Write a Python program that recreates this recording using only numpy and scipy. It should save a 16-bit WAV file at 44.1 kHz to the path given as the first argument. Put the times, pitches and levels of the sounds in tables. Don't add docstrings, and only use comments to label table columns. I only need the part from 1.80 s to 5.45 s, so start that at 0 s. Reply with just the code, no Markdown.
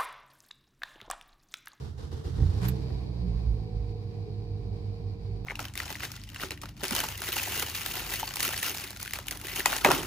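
import sys
import numpy as np
from scipy import signal
from scipy.fft import rfft, irfft
from scipy.io import wavfile

SR = 44100
rng = np.random.default_rng(int(sys.argv[2]) if len(sys.argv) > 2 else 0)


def magnitude_from_level(level_db):
    exponent = np.asarray(level_db, float) / 20
    return 10 ** exponent


def to_wav(s):
    ch = np.atleast_2d(s).T
    pcm = np.round(np.clip(ch, -1, 1) * 32767)
    wavfile.write(sys.argv[1], SR, pcm.astype(np.int16))


N = 160965
T = np.arange(N) / SR
CATCH_S = 0.59


def rms_one(x):
    return x / np.sqrt(np.mean(x ** 2) + 1e-20)


def at_hz(points, hz):
    p = np.array(points, float)
    return np.interp(np.log(np.maximum(hz, 1)), np.log(np.maximum(p[:, 0], 1)), p[:, 1])


def drift(rate_hz):
    pole = np.exp(-80 * np.pi * rate_hz / SR)
    draws = rng.standard_normal(N // 40 + 2002)
    slow = signal.lfilter([1], [1, -2 * pole, pole * pole], draws)[2000:]
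    return np.interp(np.arange(N) / 40, np.arange(len(slow)), rms_one(slow))


def noise(spectrum):
    # [f/Hz, correlation]
    likeness = [(60, 0.99), (180, 0.85), (380, -0.094), (700, .3), (1300, -0.23), (4970, 0.088)]
    hz = np.fft.rfftfreq(N, 1 / SR)
    mid, side = rfft(rng.standard_normal((2, N))) * magnitude_from_level(at_hz(spectrum, hz))
    alike = np.clip(at_hz(likeness, hz), -1, 1)
    return rms_one(irfft(np.sqrt(1 + alike) * mid + np.sqrt(1 - alike) * side * [[1], [-1]], N))


def strike(times, db, modes, scatter_db, in_step=False):
    out = np.zeros(N)
    luck = rng.standard_normal((len(times), len(modes), 2))
    at = (np.array(times) * SR).astype(int)
    for k, (hz, mode_db, t60) in enumerate(modes):
        sign = 1 if in_step else np.sign(luck[:, k, 1])
        blows = np.full(N, 1e-18)
        blows[at] = magnitude_from_level(db + mode_db + scatter_db * luck[:, k, 0]) * sign
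        r = magnitude_from_level(-60 / (t60 * SR))
        w = 2 * np.pi * hz / SR
        out += signal.lfilter([0, np.sin(w)], [1, -2 * r * np.cos(w), r * r], blows)
    return out


def starter():
    # [t/s, level/dB]
    compressions = [(-.02, -54), (0.172, -55), (0.306, -53.5), (0.432, -52.5)]
    # [f/Hz, relative level/dB per Hz]
    rasp_colour = [(120, -27.5), (200, -3), (288, -7.5), (454, -2), (554, -18), (812, -14.5), (1780, -23.5),
                   (2380, -30), (3610, -23.5), (5490, -26.5), (6590, -32.5), (12900, -41.5), (15500, -53)]
    # [f/Hz, relative level/dB per Hz]
    shake_colour = [(25, -27), (70, -6), (88, -4), (108, -17), (123, -8), (146, -11), (200, -30.5),
                    (260, -53), (340, -42), (570, -120)]
    rise_s, hold_s, sag_db_per_s = 0.012, 0.066, 93
    spin_db, off_s, coast_db_per_s = -53, 0.87, 53.5
    shake_db, shake_delay_s = 16, 0.013
    swell_db, swell_s = -32.5, 0.071

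    def strokes(delay_s, sag_share=1):
        levels = []
        for s, db in compressions:
            since = T - s - delay_s
            sag_db = sag_share * sag_db_per_s * np.maximum(since - hold_s, 0)
            levels.append(magnitude_from_level(db - sag_db) * np.clip(since / rise_s, 0, 1))
        return np.max(levels, axis=0)

    spin = magnitude_from_level(spin_db - coast_db_per_s * np.maximum(T - off_s, 0))
    spin = spin * np.clip((T - compressions[3][0]) / 0.14, 0, 1)
    high = signal.butter(2, 1000, "high", fs=SR, output="sos")
    rasp = noise(rasp_colour)
    rasp = rasp / np.std(signal.sosfilt(high, rasp))
    rasp = np.maximum(strokes(0), spin) * rasp * magnitude_from_level(1.25 * drift(70))

    swell = magnitude_from_level(swell_db) * np.exp(-((T - CATCH_S) / swell_s) ** 2)
    shake_level = magnitude_from_level(shake_db) * strokes(shake_delay_s, sag_share=0.4) + swell
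    shake = shake_level * magnitude_from_level(0.5 * drift(36)) * noise(shake_colour)
    return rasp + shake


def thumps():
    # [t/s, level before trim/dB]
    jolts = [(.19, -40), (.335, -37), (.455, -37), (.535, -34), (.566, -30), (.583, -28), (.6, -30),
             (.619, -21), (.655, -24), (.688, -27), (.735, -30), (.765, -27)]
    # [f/Hz, level/dB, t60/s]
    body_modes = [(52.4, -14.5, 0.1), (68.4, 2.5, 0.12), (88, 9.5, 0.14), (99, 3.5, 0.13), (136, 4, .09)]
    # [t/s, level/dB]
    knocks = [(.03, -50), (.23, -47), (.325, -43), (.345, -44), (.452, -43), (.475, -42), (.585, -40),
              (.603, -38), (.63, -37), (.885, -41), (1.104, -41)]
    # [f/Hz, level/dB, t60/s]
    panel_modes = [(211, -8.5, 0.044), (279, -0.5, 0.13), (353, -0.5, 0.085), (467, 0, 0.078),
                   (773, -10.5, 0.072), (1094, -14, 0.018), (1900, -14, 0.03)]
    s, db = np.transpose(jolts)
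    body = strike(s, db - 6.0, body_modes, scatter_db=2.0, in_step=True)
    soft = signal.sosfilt(signal.butter(2, 160, fs=SR, output="sos"), body)
    return soft + strike(*np.transpose(knocks), panel_modes, scatter_db=-0.5)


def cabin_db(hz):
    # [f/Hz, width/Hz, lift/dB]
    resonances = [(56.76, 6.7, 20.5), (111.5, 7.9, 5), (177, 26, 14.5), (196.4, 13.2, -6.5),
                  (248, 51.6, -9), (468, 43, 9.5), (536, 87, -6.5), (748.3, 50, 14), (890, 160, -11.5)]
    return sum(lift_db / (1 + (2 * (hz - at) / width_hz) ** 2) for at, width_hz, lift_db in resonances)


def engine():
    # [t/s, firing rate/Hz]
    speed = [(0.55, 25.4), (0.61, 34.3), (0.65, 40.6), (0.75, 53.1), (0.78, 55.3), (0.89, 62.4),
             (0.98, 64.6), (1.05, 65.4), (1.19, 63.5), (1.35, 60.7), (1.48, 58.6), (1.69, 55.3),
             (1.83, 53.8), (1.99, 52.74), (2.1, 52.3), (2.3, 51.97), (2.86, 51.78), (3.3, 51.46),
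             (3.65, 51.1)]
    # [t/s, load/dB, pull of the first order/dB, mechanical noise/dB]
    load = [(.55, -8, -5, -54), (.65, 0.5, -5, -68), (0.752, -2, -16, -59), (.87, 9, -2.5, -60),
            (.98, 2.5, 1.5, -59.5), (1.1, -2.5, 8.5, -59), (1.35, -2.5, 2.5, -61), (1.477, 3, 0, -60.5),
            (1.6, -4, -2.5, -60.5), (1.7, -0.5, 4, -62), (1.83, 0, -10.5, -63.5), (1.98, 0.5, 0.5, -63.5),
            (2.3, 0, -14.5, -64.5), (2.699, 0, -2.5, -64.5), (3.279, -0.5, -4, -64),
            (3.369, -3.5, -5.5, -66.5), (3.459, -1, -2.5, -64.5), (3.65, -0.5, 3.5, -65.5)]
    # [multiple of the firing rate, rms level/dB, wobble/dB]
    orders = [(1, -45.5, 3), (1.75, -53.5, 5.5), (2, -39, 0.65), (2.5, -59, 6), (3, -57, 1.84),
              (3.5, -66.5, 3.5), (4, -54.5, -3), (5, -61, 2), (6, -57, 0.5), (7, -63, 2), (8, -58.5, 5),
              (9, -58, -0.6), (13, -76.5, 1.5), (14, -70.5, -1), (15, -72.5, 3)]
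    # [f/Hz, relative level/dB per Hz]
    rumble_colour = [(25, -19.5), (53, -11.5), (86, -4), (109, -4.5), (149, -8.5), (214, -15), (253, -20.5),
                     (309, -15.5), (409, -18), (466, -17), (559, -29.5), (741, -26), (846, -30),
                     (1300, -46), (1690, -78)]
    # [f/Hz, relative level/dB per Hz]
    hiss_colour = [(590, -12), (1000, 1.5), (1110, -1), (1200, -10.5), (1520, -9.5), (2150, -9),
                   (2300, -4.5), (2480, -7), (2700, -11), (3460, -12), (3880, -8), (4600, -3.5),
                   (6470, -21), (15200, -31)]
    # [f/Hz, level/dB, t60/s]
    head_modes = [(2380, -66, .025), (3960, -66, .04), (4550, -61, .012)]
    hum_hz, hum_db, hum_start_s, hum_fade_s = 97.85, -39.5, 1.38, 1.46
    beat_top_s = 2.735
    idle_hz, roar_db_per_hz, whine_db_per_hz = 52.24, 0.6264, -1.04
    whine_start_s, catch_rise_s = 1.0, 0.04
    rumble_db, rumble_follows, hiss_db = -44.5, 1.164, 2.5

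    rate_hz = np.interp(T, *np.transpose(speed))
    s, *columns = np.transpose(load)
    load_db, pull_db, noise_db = [np.interp(T, s, column) for column in columns]
    turns = np.cumsum(rate_hz) / SR

    hum_turns = hum_hz * (T - beat_top_s) + 2 * turns[int(beat_top_s * SR)]
    hum_level = magnitude_from_level(hum_db + load_db + 0.81 * drift(7.6)) * np.clip((T - hum_start_s) / hum_fade_s, 0, 1)
    tones = np.sqrt(2) * hum_level * np.sin(2 * np.pi * hum_turns)

    above_idle_hz = (rate_hz - idle_hz).clip(0)
    for k, db, wobble_db in orders:
        wander = 0.019 * wobble_db ** 2 * drift(3.88)
        level_db = db + load_db + pull_db * (k == 1) + cabin_db(k * rate_hz) + wobble_db * drift(17.5)
        tilt = roar_db_per_hz * (k in (3, 5, 7)) + whine_db_per_hz * (k == 6 or k >= 8)
        level_db = level_db + above_idle_hz * tilt
        if k >= 8:
            level_db = level_db - 40 * (whine_start_s - T).clip(0)
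        tones = tones + np.sqrt(2) * magnitude_from_level(level_db) * np.sin(2 * np.pi * (k * turns + wander))

    noise_change_db = noise_db - noise_db[-1]
    rumble_level = magnitude_from_level(rumble_db + rumble_follows * noise_change_db + 0.81 * drift(6.0))
    rumble = rumble_level * noise(rumble_colour)
    hiss = magnitude_from_level(noise_db + hiss_db + 0.93 * drift(11.0)) * noise(hiss_colour)
    at = np.flatnonzero(np.diff(np.floor(2 * turns)))
    ticks = strike(at / SR, noise_change_db[at], head_modes, scatter_db=-3.5, in_step=True) * [[1], [-1]]
    return (tones + rumble + hiss + ticks) * np.clip((T - CATCH_S) / catch_rise_s, 0, 1)


def key():
    # [start t/s, length/s, level before grain/dB]
    rubs = [(0.809, 0.025, -46.5), (0.824, 0.038, -42.5), (0.842, 0.041, -42), (0.876, 0.055, -50.5)]
    # [f/Hz, relative level/dB per Hz]
    rub_colour = [(350, -45), (600, -6), (953, -2), (3920, -13.5), (4750, -12), (5360, -17), (12600, -22),
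                  (15500, -41)]
    # [t/s, level before trim and pan/dB]
    clicks = [(.8785, -45), (.8815, -41), (.8845, -26), (.8872, -30), (.8895, -33), (.893, -35),
              (.8965, -38), (.904, -48)]
    # [f/Hz, level/dB, t60/s]
    key_modes = [(10750, -5, 0.01), (11400, -7.5, 0.018), (12630, -7, .018), (13100, 2.5, 0.014),
                 (13600, -3.5, 0.018), (14700, -10, .016)]
    # [f/Hz, relative level/dB per Hz]
    crack_colour = [(880, -45), (1500, -10), (4480, -13), (7020, -19), (7600, -13), (10800, -15),
                    (12900, 2), (15500, -18)]
    grains_per_s, crack_db, crack_t60_s = 1500, -6, 0.015
    pan_db = -9

    rub_level = 0
    for s, length_s, db in rubs:
        fade_in = np.clip((T - s) / 0.0086, 0, 1)
        fade_out = np.clip((s + length_s - T) / 0.015, 0, 1)
        rub_level = rub_level + magnitude_from_level(db) * fade_in * fade_out
    grains = (rng.random(N) < grains_per_s / SR) * magnitude_from_level(4.0 * rng.exponential(1, N))
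    grains = signal.lfilter([1], [1, -0.965], grains)
    rub = rub_level * (0.62 + rms_one(grains) * 0.47) * noise(rub_colour)

    crack_level = 0
    for s, db in clicks:
        decay_db = 60 * np.maximum(T - s, 0) / crack_t60_s
        crack_level = crack_level + magnitude_from_level(db + crack_db - decay_db) * (T >= s)
    crack = crack_level * noise(crack_colour)
    s, db = np.transpose(clicks)
    rings = np.array([strike(s, db - 11.0, key_modes, scatter_db=2.5) for _ in range(2)])
    return rub + (rings + crack) * magnitude_from_level(np.array([[0.5], [-0.5]]) * pan_db)


def puff():
    at_s, length_s, low_hz, puff_db = 1.725, 0.045, 6500, -70
    high = signal.butter(2, low_hz, "high", fs=SR, output="sos")
    air = signal.sosfilt(high, rng.standard_normal((2, N)))
    return magnitude_from_level(puff_db) * np.exp(-((T - at_s) / length_s) ** 2) * air


def scene():
    # [f/Hz, left minus right level/dB]
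    cabin_lean = [(60, -6), (110, -4.5), (200, -7.5), (380, 2.5), (700, 0), (1290, -5.5), (2380, -4),
                  (4400, 2), (8120, -3)]
    car = rfft(starter() + thumps() + engine() + puff())
    lean_db = at_hz(cabin_lean, np.fft.rfftfreq(N, 1 / SR)) * [[0.5], [-0.5]]
    return irfft(car * magnitude_from_level(lean_db), N) + key()


def low_pass(x):
    return signal.sosfilt(signal.butter(12, 15710, fs=SR, output="sos"), x)


def record(dry):
    low_cut_hz, top_hz = 36, 15650
    heard = signal.sosfilt(signal.butter(4, low_cut_hz, "high", fs=SR, output="sos"), dry)
    heard = signal.sosfilt(signal.ellip(10, 0.5, 60, top_hz, fs=SR, output="sos"), heard)
    return low_pass(heard)


dry = scene()
out = record(dry)
to_wav(out)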